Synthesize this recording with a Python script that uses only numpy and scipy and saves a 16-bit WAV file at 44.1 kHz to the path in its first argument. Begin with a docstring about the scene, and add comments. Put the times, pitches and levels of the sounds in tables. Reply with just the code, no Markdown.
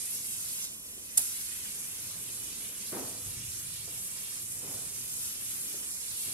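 """A paint spray gun, moving along a panel, hisses about a metre from a phone with two microphone ports.
The jet is filtered noise with flickering bands; its trigger eases off for half a second, then opens with
a pop of stored air. Wandering delayed copies give the mid hiss shifting streaks. Beneath lies a low rumble
of noise with narrow peaks and dips; damped sines make hollow taps, and swelling, dying noise makes dull
thuds from the workshop."""
import sys
import numpy as np
from scipy import signal
from scipy.fft import rfft, irfft
from scipy.io import wavfile
from scipy.ndimage import uniform_filter1d, map_coordinates

SR = 44100
rng = np.random.default_rng(int(sys.argv[2]) if len(sys.argv) > 2 else 0)


def output_pcm(signal):
    """Save a mono or channel-first signal as 16-bit PCM at the path in sys.argv[1].

    Samples are clipped to [-1, 1] before scaling.
    """
    pcm = np.clip(np.atleast_2d(signal).T, -1, 1) * 32767
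    wavfile.write(sys.argv[1], SR, np.round(pcm).astype(np.int16))


N = 279153
T = np.arange(N) / SR  # time in s
HZ = np.arange(N // 2 + 1) * SR / N + 1e-3  # frequency bins, kept above zero for logarithms
CENTRE_MS = 0.1225  # left port lag with the jet's levels balanced; the treble always keeps it
EDGE_HZ = 12020  # steep upper edge of the main band


def undb(db):
    """Decibel law: the amplitude gain of a level in dB."""
    return 10 ** (np.asarray(db) / 20)


def over_hz(table):
    """Spectral interpolation: a table of (hz, value) read at every bin along a logarithmic axis."""
    hz, value = np.transpose(table)
    return np.interp(np.log(HZ), np.log(hz), value)


def drift(rate):
    """Slow random modulation: levels drawn rate times per second and smoothed twice; spread near 1."""
    hold = int(SR / rate)
    levels = np.repeat(rng.standard_normal(N // hold + 1), hold)
    smooth = uniform_filter1d(uniform_filter1d(levels, hold), hold)
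    return 1.25 * smooth[:N]


def burst(start_s, rise_ms, t60_s):
    """Exponential decay: an envelope that swells to 1 over rise_ms, then falls 60 dB in t60_s."""
    age_s = T - start_s - rise_ms / 1000  # counted from the top
    swell = np.clip(1 + age_s * 1000 / rise_ms, 0, 1) ** 2
    decay = undb(-60 * np.maximum(age_s, 0) / t60_s)
    return np.where(age_s < 0, swell, decay)


def rings(table):
    """Resonance: gain of bell-shaped peaks and dips from rows of (hz, width_hz, level_db)."""
    return undb(sum(db / (1 + (2 * (HZ - hz) / width_hz) ** 2) for hz, width_hz, db in table))


def parts(alike, lag_ms):
    """Partial coherence: spectra of noise shared by both ports, late on the left, and of each port's own."""
    shared, left, right = rng.standard_normal((3, N))
    late_place = np.arange(N) - lag_ms * SR / 1000
    late = rfft(map_coordinates(shared, [late_place], order=5, mode="wrap"))
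    # the treble keeps one lag wherever the source is
    treble = np.clip((HZ - 4000) / 2000, 0, 1)
    fixed_late = rfft(shared) * np.exp(-2j * np.pi * HZ * CENTRE_MS / 1000)
    late += treble * (fixed_late - late)
    share = np.clip(over_hz(alike), 0, 1)  # of the power
    return np.array([np.sqrt(share) * [late, rfft(shared)], np.sqrt(1 - share) * rfft([left, right])])


def pair(alike, lag_ms):
    """Superposition: shared and separate noise summed into one spectrum per port."""
    return parts(alike, lag_ms).sum(axis=0)


def bands(spectra, low_hz, count):
    """Filter bank: overlapping half-octave slices that add up to the whole."""
    place = np.clip(2 * np.log2(HZ / low_hz), 0, count - 1)
    for k in range(count):
        weight = np.clip(1 - abs(place - k), 0, 1)
        yield low_hz * 2 ** (k / 2), irfft(spectra * weight, N)


def gun():
    """Turbulent jet noise: the trigger sets the flow, paint feeds the lower hiss, eddies make bands flicker."""
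    # jet as each port colours it, relative: hz, level_db (per Hz)
    jet_left, jet_right = [(400, -33), (1000, -22.5), (1900, -18), (2400, -14), (4300, -12), (6200, -10),
                           (8300, -10), (9300, -5.5), (10300, -4), (11900, 1), (13200, 4), (15500, -1)], [(400, -42), (1000, -20), (1900, -17.5), (2400, -12.5),
                                             (3500, -10.5), (5200, -8.5), (7200, -5), (8800, -1),
                                             (10300, -1.5), (11900, -5.5), (15500, -21)]
    # likeness of the jet at both ports: hz, share (0-1)
    jet_alike = [(800, 0.38), (1600, 0.34), (2800, 0.33), (3500, 0.37), (4500, 0.24), (6200, 0.35),
                 (7200, 0.18), (9000, 0.14), (12000, 0.17)]
    # the right port's lower resonance holds its treble back: hz, phase_rad
    right_drag = [(2800, 0), (4200, 0.6), (5500, 0.27), (7200, 3), (9300, 4), (12000, 5)]
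    # gun moving along the panel: start_s, left_lag_ms, treble_db, lower_hiss_db, direct_above_usual_db
    path = [(0, 0.1, -36, -38.5, -1.5), (.3, 0.19, -36, -39, 0), (.64, 0.19, -36, -38.5, 4),
            (.9, 0.17, -37.5, -38.5, 2.5), (1.15, 0.2, -37.5, -34.5, 1), (1.3, 0.2, -37, -35.5, -0.5),
            (1.9, .12, -39.5, -40, 0), (2.7, 0.076, -39.5, -40, 0), (3.4, 0.092, -39, -40, -0.5),
            (4.2, 0.11, -40, -40, -0.5), (4.5, 0.12, -39, -41.5, .5), (4.9, 0.08, -39, -40, 1.5),
            (5.2, 0.16, -37.5, -40, 0.5), (5.5, 0.11, -37, -39.5, 1), (6.0, 0.16, -37, -40, 1.5),
            (6.33, .16, -37.5, -36.5, -2)]
    # loss with the trigger eased: hz, direct_jet_db, panel_splash_db
    eased_loss = [(700, -13.5, -13), (1400, -14, -8), (2000, -5.5, -7), (2900, -5, -14), (4000, -9, -13.5),
                  (5600, -7, -7), (8000, -7, -7), (11300, -8, -6.5)]
    # valve pop: level_db, rise_ms, t60_s, afterflow_db, afterflow_t60_s, loss_below_hiss_peak_db (per octave)
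    pop_db, rise_ms, t60_s, after_db, after_t60_s, loss_db = (-14, 6.5, 0.01, -30.5, 0.5, 10)
    # trigger tick, then short cracks and puffs of the pop: start_s, level_db, t60_s
    cracks = [(.6485, -40, 0.011), (1.172, -23, 0.035), (1.175, -13, 0.004), (1.18, -32, 0.0059),
              (1.1905, -29, .02)]
    ease_s, pop_s = 0.65, 1.1725  # trigger eases off, opens again
    sink_s, refill_s = 0.026, 0.1  # time constants: flow sinks, paint fan builds up again
    creep_db_per_s = 3  # air creeps back while eased
    pan_db_per_ms = 1  # left minus right follows the lag between the ports
    # random level flutter of the separate noise, strongest around this frequency
    flutter_hz, flutter_db, flutter_per_s = 3200, 2.5, 16

    path_s, *columns = np.transpose(path)
    lag_ms, treble_db, lower_db, direct_db = (np.interp(T, path_s, c) for c in columns)
    aim_db = np.array([[.5], [-.5]]) * pan_db_per_ms * (lag_ms - CENTRE_MS)
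    eased = (1 - np.exp(-np.maximum(T - ease_s, 0) / sink_s)) * (T < pop_s)
    refill = np.exp(-np.maximum(T - pop_s, 0) / refill_s)
    thin = np.where(T < pop_s, eased, refill)  # splash still missing
    flow_db = eased * creep_db_per_s * (T - ease_s)

    air = parts(jet_alike, lag_ms) * undb([over_hz(jet_left), over_hz(jet_right)])
    air[:, 1] *= np.exp(-1j * over_hz(right_drag))
    air /= np.std(irfft(air.sum(axis=0) * (HZ < EDGE_HZ), N))

    # stored pressure leaves in ragged puffs; the right port peaks later
    puffs = undb(pop_db + 2.7 * np.array([drift(700), drift(700)]))
    pop = puffs * [burst(pop_s, rise_ms + late_ms, t60_s) for late_ms in (-1.2, 1.4)]
    pop += undb(after_db) * burst(pop_s, rise_ms, after_t60_s)
    pop += sum(undb(db) * burst(crack_s, 0.7, crack_t60_s) for crack_s, db, crack_t60_s in cracks)

    eased_hz, *losses = np.transpose(eased_loss)
    surge, out = drift(12), 0
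    # the direct jet is the shared noise, the splash off the panel each port's own
    for hz, (jet, splash) in bands(air, low_hz=746, count=10):
        fan = np.clip(np.log2(6500 / hz) / 0.7, 0, 1)  # share of the band that belongs to the paint fan
        colour_db = fan * lower_db + (1 - fan) * treble_db
        flicker_db = 0.41 * surge + 1.08 * drift(20) + 0.93 * drift(150)
        flutter_bell = 1 / (1 + (1.7 * np.log2(hz / flutter_hz)) ** 2)
        band_flutter_db = flutter_db * drift(flutter_per_s) * flutter_bell
        jet_db, splash_db = (np.interp(np.log(hz), np.log(eased_hz), loss) for loss in losses)
        direct = jet * undb(eased * jet_db + direct_db + 0.92 * drift(6.8))
        scattered = splash * undb(thin * splash_db - 0.53 * direct_db + band_flutter_db)
        steady = (direct + scattered) * undb(flow_db + colour_db + flicker_db + aim_db)
        dull_db = loss_db * np.clip(np.log2(9000 / hz), 0, 1.3)  # the pop is brighter than the steady jet
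        out = out + steady + (jet + splash) * undb(-dull_db) * pop
    return out


def streaks(jet):
    """Comb filtering: delayed mid hiss, its delays wandering at random, gives narrow shifting streaks."""
    # delayed copies: delay_ms, wander_ms, wanders_per_s, level_db
    copies = [(1.7, 0.14, 9, -6), (4.3, 0.191, 14, -6), (7.9, 0.297, 11, -7)]
    # limits of the mid hiss: low_hz, high_hz
    mid_band = (2260, 6560)
    shade = 0.31  # direct mid hiss given up, as a share of each copy's gain
    mid = signal.sosfilt(signal.butter(2, mid_band, "bandpass", fs=SR, output="sos"), jet)
    for delay_ms, wander_ms, rate, db in copies:
        place = np.arange(N) - (delay_ms + wander_ms * drift(rate)) * SR / 1000
        late = np.array([map_coordinates(port, [place], order=3, mode="mirror") for port in mid])
        jet = jet + undb(db) * late - shade * undb(db) * mid
    return jet


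def workshop():
    """Coloured noise: low rumble of machines and street swells slowly, its deep part most alike at both ports."""
    # relative rumble spectrum: hz, level_db (per Hz)
    rumble_colour = [(12, -46), (20, -6), (45, 1), (80, 4), (150, 1.5), (190, 0), (270, -4.5), (410, -7.5),
                     (540, -12), (780, -18.5), (1100, -15.5), (1800, -27), (2600, -51), (4800, -62)]
    # likeness at both ports: hz, share (0-1)
    rumble_alike = [(30, 0.7), (60, 1), (250, 0.78), (500, 0.65), (1000, 0.45)]
    # narrow peaks and dips in the rumble: hz, width_hz, level_db
    peaks_and_dips = [(113.3, 14.6, 5), (224, 20, 1), (274, 19, -2.5), (385.5, 5.3, 0), (490, 5.2, 9.5),
                      (682, 8.6, 5.5), (867, 5.4, -9)]
    # level of the deep rumble: start_s, lowest_db, boom_db
    deep = [(0, -60, -62), (.5, -65, -57.5), (.9, -58, -62), (1.95, -58.5, -59), (2.2, -61, -52.5),
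            (2.55, -56, -62), (3.1, -61, -58.5), (3.3, -57, -57.5), (3.7, -57, -52.5), (4.2, -61, -58),
            (4.6, -58, -54), (4.85, -57, -54.5), (5.2, -58, -57), (6.0, -63, -62), (6.33, -59, -58)]
    # level of the rumble above the deep bands: start_s, level_db
    upper = [(0, -54), (.9, -55), (1.5, -55.5), (2.2, -54), (2.7, -51), (3.6, -55.5), (4.2, -55.5),
             (5.2, -55), (5.9, -54), (6.33, -53.5)]
    rumble = pair(rumble_alike, lag_ms=0.022) * undb(over_hz(rumble_colour)) * rings(peaks_and_dips)
    rumble /= np.std(irfft(rumble, N))
    deep_s, *columns = np.transpose(deep)
    lowest_db, boom_db = (np.interp(T, deep_s, c) for c in columns)
    upper_db = np.interp(T, *np.transpose(upper))
    out = 0
    for hz, band in bands(rumble, low_hz=36.2, count=9):
        level_db = lowest_db if hz < 90 else boom_db if hz < 170 else upper_db
        out = out + band * undb(level_db + 1.23 * drift(4.88) + 0.94 * drift(14))
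    return out * undb([[-.5], [.5]])  # left, right


def taps():
    """Damped modes: light knocks on something hollow ring briefly, with two weaker modes above the first."""
    # hollow taps and low bumps: start_s, lowest_mode_db, pitch_hz
    knocks = [(.965, -52, 240), (.976, -48, 358), (3.041, -45, 110), (3.209, -51, 86),
              (3.257, -43.5, 118.5), (3.286, -40.5, 111), (3.366, -40.5, 114), (3.393, -43, 119),
              (3.435, -47, 125), (3.475, -47, 95), (3.58, -52, 99), (3.65, -50, 111), (3.877, -46.5, 414),
              (3.893, -49, 325), (3.908, -55, 350), (4.555, -52, 90), (4.74, -49, 106), (4.825, -49, 117),
              (5.742, -43, 364), (6.278, -49.5, 116)]
    cycles = 14  # rung until 60 dB down
    out = 0
    for start_s, level_db, hz in knocks:
        turn = 2 * np.pi * hz * (T - start_s)
        modes = np.sin(turn) + 0.65 * np.sin(1.138 * turn) + 0.46 * np.sin(1.46 * turn)
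        # swells over about a cycle
        out = out + undb(level_db) * modes * burst(start_s, 900 / hz, cycles / hz)
    return out


def thuds():
    """Resonant decay: the valve's thump and far blows boom dully; their rattle dies sooner."""
    # far blows: start_s, peak_db, centre_hz, rattle_above_boom_db, rise_ms, width_share, t60_s
    far_blows = [(1.63, -53, 1900, -20, 21, 0.98, 0.36), (2.912, -39.5, 302, -12.5, 17, 1.24, 0.68),
                 (2.95, -46.5, 330, -13, 18, 1.3, 0.71), (3.25, -52, 58, -36, 17, 0.92, 2),
                 (3.87, -56, 300, -18, 8, 1.8, 0.81), (4.53, -60, 250, -20, 33, 1.5, 0.68),
                 (4.61, -51, 209, -14, 25, 1.8, 0.92), (4.66, -55, 350, -10, 40, 1.8, .9),
                 (4.74, -67, 300, -23, 30, 0.98, .8), (5.68, -57, 250, -20, 62, 1, 0.57),
                 (6.2, -53.5, 200, -22, 82, 1.2, 0.91)]
    # thump of the valve: peak_db, centre_hz, rattle_above_boom_db, rise_ms, width_share, t60_s
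    thump = (-46, 220, -2, 5, 5, 0.16)
    # resonances colouring all thuds and the valve's thump: hz, width_hz, level_db
    resonances = [(273.5, 27, 6), (393, 22, 4), (485, 20, 4), (615, 18, 4), (705, 16, 5), (860, 18, 4.5),
                  (976, 25, 6), (1250, 35, 3), (1510, 45, 2), (1900, 60, 3)]
    thump_s = 1.176  # the valve seats just after the air breaks through
    alike = [(100, 0.84), (400, 0.75), (1500, 0.18)]  # hz, share (0-1)
    air = pair(alike, lag_ms=0.091) * rings(resonances)
    rattle = irfft(air / np.hypot(1, (HZ - 1000 ** 2 / HZ) / 2600) ** 1.3, N)
    rattle /= np.std(rattle)
    out = 0
    for start_s, peak_db, hz, rattle_db, rise_ms, width, t60_s in [*far_blows, (thump_s, *thump)]:
        # steep far below the centre, gentler above
        skirts = np.hypot(1, (HZ - hz ** 2 / HZ) / (width * hz)) ** 1.32
        low_cut = np.hypot(1, 0.11 * hz / HZ) ** 3
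        boom = irfft(air / skirts / low_cut, N)
        boom /= np.std(boom)
        out = out + undb(peak_db) * boom * burst(start_s, rise_ms, t60_s)
        out = out + undb(peak_db + rattle_db) * rattle * burst(start_s, 0.18 * rise_ms, 0.32 * t60_s)
    return out


def scene():
    """Superposition: gun with its streaks, low rumble, taps and thuds add at the two ports."""
    return streaks(gun()) + workshop() + taps() + thuds()


def record(dry):
    """Band limiting: a steep edge, a faint top band mostly on the left, then a final cut."""
    top_hz = 15780  # final cut
    low = signal.sosfilt(signal.ellip(12, .2, 70, EDGE_HZ, fs=SR, output="sos"), dry)
    top = signal.sosfilt(signal.butter(4, [12900, 15600], "bandpass", fs=SR, output="sos"), dry)
    both = low + undb([[-16], [-50]]) * top  # left, right
    return signal.sosfilt(signal.ellip(10, .2, 72, top_hz, fs=SR, output="sos"), both)


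dry = scene()
out = record(dry)
output_pcm(out)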